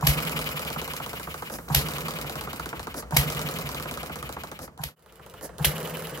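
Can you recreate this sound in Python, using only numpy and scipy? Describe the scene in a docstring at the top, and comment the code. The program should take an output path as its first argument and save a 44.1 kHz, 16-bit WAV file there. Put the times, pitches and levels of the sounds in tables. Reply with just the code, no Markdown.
"""A thump and a sharp crack: a small hit-and-miss gas engine fires on a hollow box in a yard.
Each firing thumps the box and cracks out of the exhaust. Then the flywheels coast and slow down,
while the rod knocks, the linkage ticks and the piston puffs air through the held-open valve.
The engine gulps fresh fuel and fires again. Near the end the sound fades out and comes back,
heard from the other side of the engine."""
import sys
import numpy as np
from scipy import signal
from scipy.fft import rfft, irfft, next_fast_len
from scipy.io import wavfile
from scipy.ndimage import map_coordinates

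SR = 44100
rng = np.random.default_rng(int(sys.argv[2]) if len(sys.argv) > 2 else 0)


def dump_mix(stems):
    """Bounce the given channels to the path in sys.argv[1] as a 16-bit WAV at rate SR."""
    frames = np.atleast_2d(stems).T  # one column per channel
    limited = np.clip(frames, -1, 1)  # hard clip at full scale
    pcm = np.round(limited * 32767).astype(np.int16)
    wavfile.write(sys.argv[1], SR, pcm)


N = 273420
TIME = np.arange(N) / SR


def amp(db):
    """Turn decibels into a number to multiply by."""
    return 10 ** (np.asarray(db) / 20)


def unit(x):
    """Scale a signal to an average (rms) size of 1."""
    return x / np.sqrt(np.mean(x ** 2) + 1e-20)


def along(points, hz):
    """Read between the rows of a (frequency, value) table, with octaves evenly spaced."""
    f, v = np.transpose(points)
    return np.interp(np.log(hz + 1), np.log(f), v)


def filtered(x, response):
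    """Change each frequency in x by the gain and phase that response gives it."""
    m = next_fast_len(N + SR // 2)
    return irfft(rfft(x, m) * response(np.fft.rfftfreq(m, 1 / SR)), m)[..., :N]


# Sound bouncing off the box and ironwork, compared with direct sound: f/Hz, level/dB
SCATTERED = [(50, -9), (150, -44), (350, -10), (1200, -8), (2500, -3), (5000, 0.5), (15000, 4.5)]
def noise(spectrum):
    """Stereo noise with a given tone: one part shared by both sides, one scattered to each."""
    m = next_fast_len(N)
    hz = np.fft.rfftfreq(m, 1 / SR)
    colour = amp(along(spectrum, hz)) * np.minimum(hz / spectrum[0][0], 1) ** 2
    scattered = amp(along(SCATTERED, hz))
    white = rng.standard_normal((3, 2 * len(hz))).view(complex)
    stereo = (white[0] + scattered * white[1:]) / np.hypot(1, scattered)
    return unit(irfft(stereo * colour, m)[:, :N])


def wobble(rate):
    """A smooth curve through `rate` random points a second."""
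    return map_coordinates(rng.standard_normal(int(N * rate / SR) + 4), [TIME * rate / SR])


def swell(t, peak, sharpness):
    """Rise from 0 to 1 at t = peak, then die away."""
    u = np.maximum(t, 0) / peak
    return (u * np.exp(1 - u)) ** sharpness


def add(track, s, sound):
    """Mix a sound into the track, starting at s seconds."""
    part = track[max(round(s * SR), 0):][:len(sound)]
    part += sound[:len(part)]


def repeated(times, levels_db, shape):
    """Place a copy of one shape at each time, each at its own level."""
    track = np.zeros(N)
    for s, db in zip(times, levels_db):
        add(track, s, amp(db) * shape)
    return track


# Tones of burning fuel, exhaust crack, valve hiss and air leaving the pipe: f/Hz, level/dB
BURN_TONE = [(200, 0), (480, -17.5), (720, 4), (930, 5.5), (1200, -4.5), (1700, -6), (3000, -76),
             (7000, -20), (15000, -53)]
CRACK_TONE = [(350, -17), (500, -13.5), (780, -19), (1050, -18.5), (1400, -11.5), (2000, 0.5), (3000, -1.5),
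              (4500, -3.5), (7000, -9.5), (9200, -10), (10600, -8), (11700, 1), (13000, -8), (15300, -30)]
VALVE_TONE = [(3000, -1), (5000, -11), (7400, 2), (9500, -5.5), (10500, -6.5), (11100, 0), (11800, 5.5),
              (12400, 5), (13300, 2.5), (15500, 1.5)]
OUT_PUFF_TONE = [(500, -16.5), (1200, 0.5), (1500, -3), (1750, -4), (2300, 0.5), (2650, -1), (2980, 0),
                 (3400, -1.5), (3800, -5), (5200, -11.5), (8500, -33.5)]
# One row per firing: fuel lights t/s, exhaust opens t/s, thump level/dB, crack level/dB,
# crack length t/s, pipe ring level/dB, bark level/dB, burn level/dB
BANGS = [(0.024, .068, -17, -14.5, 0.007, -24.5, -34.5, -27),
         (1.7, 1.746, -20, -13.5, 0.0064, -34.5, -27, -27),
         (3.122, 3.165, -19.5, -14.5, 0.009, -30, -18.5, -28),
         (4.79, 4.835, -19, -13, 0.006, -32, -23, -26.5),
         (5.596, 5.645, -18, -19, 0.013, -16.5, -38, -32.5)]
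def firings(leak_lead_s=0.029, leak_db=-25):
    """Burning fuel shoves the frame; the valve cracks open, gas shrieks out and the box heaves."""
    thump, burn, crack, jet, rush, pipe = np.zeros((6, N))
    t = np.arange(SR // 4) / SR
    for lit, opens, thump_db, crack_db, length, ring_db, bark_db, burn_db in BANGS:
        add(burn, lit, amp(burn_db) * (swell(t, 0.003, 0.42) + 0.36 * swell(t, 0.038, 4)))
        add(thump, lit, amp(thump_db) * swell(t, 0.02, 5.9) * np.sin(2 * np.pi * 148 * t))
        add(thump, lit, amp(thump_db - 13.5) * swell(t, 0.025, 3.3) * np.sin(2 * np.pi * 80 * t))
        # A little gas leaks past the valve as it starts to lift.
        add(rush, opens - leak_lead_s, amp(crack_db + leak_db) * swell(t, 0.021, 0.72))
        add(burn, opens, amp(bark_db) * swell(t, .0015, 0.8))  # the first gas out barks
        blast = amp(crack_db) / (1 + (t / length) ** 10)
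        add(crack, opens, blast * (1 - np.exp(-t / 0.0011)))
        add(jet, opens, blast * np.minimum(t / .004, 1) ** 2)
        add(pipe, opens, amp(ring_db) * swell(t, 0.0018, 0.75))
        add(rush, opens, amp(crack_db - 13) * swell(t, .02, 1.1))
        add(thump, opens, amp(thump_db) * swell(t, 0.032, 12) * np.sin(2 * np.pi * 62 * t))
        add(thump, opens, amp(thump_db - 5.0) * swell(t, 0.026, 2.7) * np.sin(2 * np.pi * 143 * t))
    sputter = amp(2 * wobble(900))
    exhaust = (crack + rush * sputter) * noise(CRACK_TONE)
    shriek = amp(-1.5) * jet * noise(VALVE_TONE)
    ring = iron_ring(pipe * noise(OUT_PUFF_TONE))
    return thump + burn * noise(BURN_TONE) + exhaust + shriek + ring


# The notes at which the exhaust pipe and valve ring: f/Hz, width f/Hz, level/dB
IRON_NOTES = [(2090, 260, -9), (2430, 223, -1), (2900, 114, 0), (10800, 150, 8.5), (12680, 330, -1.5),
              (14550, 400, -3)]
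def iron_ring(x):
    """The pipe and valve boost their own notes in any sound that passes through."""
    return filtered(x, lambda hz: 1 + sum(
        amp(db) * 1j * hz * width / (note ** 2 - hz ** 2 + 1j * hz * width)
        for note, width, db in IRON_NOTES))


CRUISE = 16  # a middling speed, in piston strokes a second
# Runs of coasting: start t/s, starting speed/(strokes/s), speed lost per stroke/(strokes/s),
# speed lost per stroke count squared/(strokes/s)
RUNS = [(0.0079, 23.160, .3220, .004153), (1.6808, 21.937, .2621, .007123), (3.108, 23.416, .3519, .003137),
        (4.7748, 21.8, .35, 0), (4.9931, 15.506, .4382, 0), (5.5867, 23.306, .3952, 0)]
# How much louder each run is: knock and tick level/dB, puff level/dB, hiss level/dB
RUN_LEVELS = [(0.7, 5, 3), (0.85, 0.1, -0.4), (0.5, 0.6, -0.1), (2.5, -7.5, -4), (-4, -2.5, -7.5),
              (-4, -2, -5)]
# Four coasting strokes (in, out, in, out) at CRUISE: level/dB of knock, tick, boom, puff, hiss
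STROKE_LEVELS = [(-35, -34.5, -62, -42.5, -42.5), (-33.5, -36.5, -47, -40.5, -40.5),
                 (-35, -35, -53.5, -42.5, -41.5), (-33, -49.5, -45, -40.5, -40.5)]
# What a doubling of speed adds: level/dB for the same five sounds
SPEED_BOOST = [0, 8.5, 25, 15.5, 17]
# What a firing's strokes (suck, squeeze, burn, exhaust) add: level/dB for the same five sounds
FIRING_BOOST = [(-1, 1, 10.5, -2, 6.5), (-4.5, 4.5, -5.5, -20.5, -13), (-7.5, -51.5, 5, -1.5, 0.5),
                (2, -2, 2, -4.5, 6.5)]
def strokes(power_stretch=1.419, late_share=.048, seated_speed=18.4, seated_db=-9):
    """The flywheels slow stroke by stroke. Gives start times, speeds and the five sounds' levels."""
    count, runs = np.arange(32), []
    odd = count % 2
    ends = [run[0] for run in RUNS[1:]] + [N / SR + .1]
    lit = np.array(BANGS)[:, 0]
    for (start, top, loss, drag), (clatter_db, puff_db, hiss_db), end in zip(RUNS, RUN_LEVELS, ends):
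        speed = np.maximum(top - loss * count - drag * count ** 2, CRUISE / 2)
        if np.abs(lit - start).min() < 1 / CRUISE:
            speed[0] /= power_stretch  # the flywheels are still gathering speed
        # At the outer end of its travel the rod's slack closes a little late.
        times = start + np.cumsum(1 / speed) - (1 - late_share * odd) / speed
        levels = np.array(STROKE_LEVELS)[count % len(STROKE_LEVELS)]
        levels += np.outer(np.log2(speed / CRUISE), SPEED_BOOST)
        levels += [clatter_db, clatter_db, 0, puff_db, hiss_db]
        # At high speed the rod stays seated at that end and knocks less.
        levels[:, 0] += seated_db * odd / (1 + np.exp((seated_speed - speed) / 0.12))
        runs.append(np.column_stack([times, speed, levels])[times < end - .5 / speed])
    rows = np.vstack(runs)
    for fired in lit:
        power_stroke = np.abs(rows[:, 0] - fired).argmin()
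        for stroke, change_db in enumerate(FIRING_BOOST, power_stroke - 2):
            if stroke >= 0:
                rows[stroke, 2:] += change_db
    return rows.T


def crank():
    """For every moment: which stroke it is, how much of it is done, and strokes a second."""
    times, speed = strokes()[:2]
    progress = np.interp(TIME, times, np.arange(len(times)))
    stroke = progress.astype(int)
    return stroke, progress % 1, speed[stroke]


# Tones of the rattling gears and the rumbling base: f/Hz, level/dB
GEAR_TONE = [(200, 2.5), (280, 2), (350, -2), (480, 6), (800, -3.5), (1300, -1.5), (2000, -10), (3200, -20),
             (5500, -20), (9000, -20), (11700, -39), (15000, -59)]
RUMBLE_TONE = [(25, -37), (40, -10.5), (57, 7), (76, 4), (105, -3), (160, 0), (240, -7.5), (340, -16),
               (600, -48)]
def gears_and_base():
    """The gears rattle and the base rumbles, both louder when the engine turns faster."""
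    pace = crank()[2] / CRUISE
    rattle = amp(3 * wobble(130))
    gears = amp(-51.5) * rattle * pace ** 2.74 * noise(GEAR_TONE)
    return gears + amp(-45.0) * pace ** 0.51 * noise(RUMBLE_TONE)


# Tone of the rod's knock: f/Hz, level/dB
KNOCK_TONE = [(130, -0.5), (260, 1), (480, 0.5), (620, -2.5), (850, -0.5), (1300, 2), (1700, -8),
              (2600, -13), (5000, -36)]
def rod_knocks(travel_s=.008, front_hz=1900, chirp_delay_s=0.00146, spread_db=1.2):
    """The rod's slack closes at each turn: a dry clack, then bending waves make a falling chirp."""
    times, _, knock_db = strokes()[:3]
    t = np.arange(SR // 20) / SR
    rattle_shape = swell(t, 0.00092, 0.94) + 0.46 * swell(t, 0.007, 0.95)
    rattle = repeated(times, knock_db, rattle_shape) * noise(KNOCK_TONE)
    blows = repeated(times, knock_db + rng.normal(21.0, spread_db, len(times)), np.ones(1))
    bass_cut = lambda hz: np.minimum(hz / KNOCK_TONE[1][0], 1) ** 2
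    thuds = filtered(blows, lambda hz: unit(amp(along(KNOCK_TONE, hz)) * bass_cut(hz)))
    clack_db = knock_db + rng.normal(-2, spread_db, len(times))
    clacks = repeated(times, clack_db, swell(t, 0.0021, 0.45)) * noise(KNOCK_TONE[2:])
    # High notes travel faster in bending waves, so they arrive first.
    lag = lambda hz: travel_s * (2 * np.sqrt(1000 / (hz + 1)) - np.sqrt(1000 / front_hz))
    chirps = filtered(thuds + rattle, lambda hz: np.exp(-2j * np.pi * hz * (lag(hz) + chirp_delay_s)))
    return clacks + chirps


# Tone of the linkage's tick: f/Hz, level/dB
TICK_TONE = [(900, 4), (2000, -0.5), (3800, 7.5), (5200, 2.5), (8000, 1), (12000, 0.5), (15500, -2)]
def linkage_ticks():
    """The levers tick at each turn, midway through every other stroke, and tripping spark and valve."""
    times, _, _, tick_db = strokes()[:4]
    lit, opens = np.array(BANGS)[:, :2].T
    t = np.arange(SR // 40) / SR
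    tick = swell(t, 0.00055, 1.0) + 0.23 * swell(t, 0.0057, 1)
    midway = (times[:-1] + .46 * np.diff(times))[::2]
    trips = np.concatenate([lit - .0135, opens - .0185])
    main = repeated(times, tick_db + rng.normal(4.5, 1.0, len(times)), tick)
    light = repeated(midway, tick_db[::2][:len(midway)] + rng.normal(1.5, 2.4, len(midway)), tick)
    snaps = repeated(trips, rng.normal(-35, 1, len(trips)), tick)
    return (main + light + snaps) * noise(TICK_TONE)


# The notes of the air in the box and of its lid: f/Hz, level/dB
BOX_NOTES = [(152, 6.5), (238, -7.5)]
def box_boom():
    """Every stroke rocks the hollow box, which booms at a slightly different pitch each time."""
    track, t = np.zeros(N), np.arange(SR // 6) / SR
    times, _, _, _, boom_db, _, _ = strokes()
    for hz, note_db in BOX_NOTES:
        for s, db, (detune, phase) in zip(times, boom_db, rng.standard_normal((len(times), 2))):
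            tone = np.sin(2 * np.pi * (hz * (1 + 0.047 * detune) * t + phase))
            add(track, s, amp(db + note_db) * swell(t, 0.01, 0.41) * tone)
    return track


# Tone of air sucked back into the pipe: f/Hz, level/dB
IN_PUFF_TONE = [(500, -2), (1250, 15.5), (1700, 6.5), (2150, 14), (2900, 11), (3700, -2.5), (5200, 8),
                (8500, -50)]
def piston_puffs():
    """Air goes out and in through the open exhaust, fastest near mid-stroke, and rings the iron."""
    stroke, done, _ = crank()
    puff_db, hiss_db = strokes()[-2:, stroke]
    flow = lambda skew: np.abs(np.sin(np.pi * done ** skew))
    pipe = np.where(stroke % 2, amp(1.63) * noise(OUT_PUFF_TONE), amp(-1.67) * noise(IN_PUFF_TONE))
    puff = amp(puff_db) * flow(1.45) ** 1.78 * pipe
    hiss = amp(hiss_db - 1.6) * flow(1.21) ** 1.7 * noise(VALVE_TONE)
    flutter = amp(2.26 * wobble(250))
    return iron_ring((puff + hiss) * flutter)


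# Tone of the thin hiss: f/Hz, level/dB
SIZZLE_TONE = [(4000, -14), (6000, -10.5), (12000, -6), (15500, -5)]
def sizzle(loudest_s=1.27, width_s=0.58):
    """A thin hiss swells and fades while the engine first coasts."""
    return amp(-47.5) * np.exp(-((TIME - loudest_s) / width_s) ** 2) * noise(SIZZLE_TONE)


# Gulps of fuel and air: strongest flow t/s, half length t/s, level/dB
GULPS = [(1.543, 0.025, -34.5), (2.986, 0.023, -33), (4.636, 0.023, -34), (5.445, 0.019, -33)]
# Tones of the rush through the fuel mixer and the gulp in its throat: f/Hz, level/dB
MIXER_TONE = [(300, -16.5), (550, 6.5), (900, -36), (1300, -2.5), (1800, -2), (3000, -27), (4800, -4.5),
              (6500, -5.5), (9000, -8), (11700, -2), (13000, -17), (15300, -8.5)]
THROAT_TONE = [(260, 5.5), (400, -3), (560, 3), (750, -3), (1200, -8.5), (1800, -41), (3000, -57)]
def fuel_gulps():
    """With the exhaust shut, the piston sucks fuel and air past the fluttering inlet valve."""
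    flow = sum(amp(db) / (1 + ((TIME - s) / half) ** 6) for s, half, db in GULPS)
    flutter = amp(3.5 * wobble(220) - 2.5)
    return flow * flutter * (amp(-1.5) * noise(MIXER_TONE) + amp(-2.0) * noise(THROAT_TONE))


# How long the yard's echo takes to fall by 60 dB: f/Hz, t/s
ECHO_TIMES = [(100, 0.11), (500, 0.72), (2500, 0.17), (8000, 0.096), (15000, 0.054)]
def yard_echo(x, gap_s=.007):
    """Wall and paving send back a soft wash of sound, different on each side and weak in the bass."""
    hz, t, spectrum = signal.stft(rng.standard_normal((2, SR // 3)), SR, nperseg=256)
    decay = amp(-60 * t / along(ECHO_TIMES, hz)[:, None])
    tail = signal.istft(spectrum * decay, SR, nperseg=256)[1]
    delayed = np.pad(x, (int(gap_s * SR), 0))
    echo = signal.fftconvolve(delayed[None], tail / np.linalg.norm(tail[0]), axes=1)[:, :N]
    return filtered(echo, lambda hz: amp(along(SCATTERED, hz)))


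def heard_from(x, left_lead_s, balance):
    """The direct sound reaches one ear sooner, and each ear with its own tone."""
    side = np.array([[.5], [-.5]])
    lead = lambda hz: np.exp(2j * np.pi * hz * left_lead_s * side)
    return filtered(x, lambda hz: amp(side * along(balance, hz)) * lead(hz))


SWITCH_S = 4.957  # when the listener changes sides
# How much louder left is than right, in front of the engine and behind it: f/Hz, level/dB
FRONT_LEFT_BOOST = [(60, 3), (200, -4.5), (700, 4), (1290, -5.5), (2380, 2), (4400, 1), (15000, -3)]
BACK_LEFT_BOOST = [(60, 6.5), (200, 0), (700, 2), (1290, -9.5), (2380, 2.5), (8120, -4.5), (15000, -8)]
# How the tone changes on the engine's far side: f/Hz, level/dB
BACK_TONE = [(70, -5.5), (170, -2.5), (270, -5), (400, 2.5), (550, 0.5), (800, -1), (1300, -4.5),
             (1850, -0.5), (2370, -6.5), (2950, 0), (3600, -3), (5500, -2.5), (9500, 0), (11200, 5),
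             (12800, -3), (14600, 7.5), (15500, -3)]
def scene():
    """The whole engine in its yard, heard first from the front and then from behind."""
    engine = (firings() + gears_and_base() + rod_knocks() + linkage_ticks() + box_boom()
              + piston_puffs() + sizzle() + fuel_gulps())
    front = heard_from(engine, left_lead_s=0.00017, balance=FRONT_LEFT_BOOST)
    far_side = filtered(engine, lambda hz: amp(along(BACK_TONE, hz)))
    back = heard_from(far_side, left_lead_s=-0.000033, balance=BACK_LEFT_BOOST)
    return np.where(TIME < SWITCH_S, front, back) + amp(-9.5) * yard_echo(engine[0])


def record(dry, low_cut_hz=38, top_hz=15850, fade_out_s=.55, fade_in_s=.6):
    """Trim the deepest bass, round off peaks, fade around the change of sides and cut the top treble."""
    trimmed = filtered(dry, lambda hz: 1 - 1 / (1 + (hz / low_cut_hz) ** 6))
    rounded = trimmed / (1 + trimmed ** 6) ** (1 / 6)
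    fade = np.minimum(np.maximum((SWITCH_S - TIME) / fade_out_s, (TIME - SWITCH_S) / fade_in_s), 1)
    return filtered(rounded * fade, lambda hz: hz < top_hz)


dry = scene()
out = record(dry)
dump_mix(out)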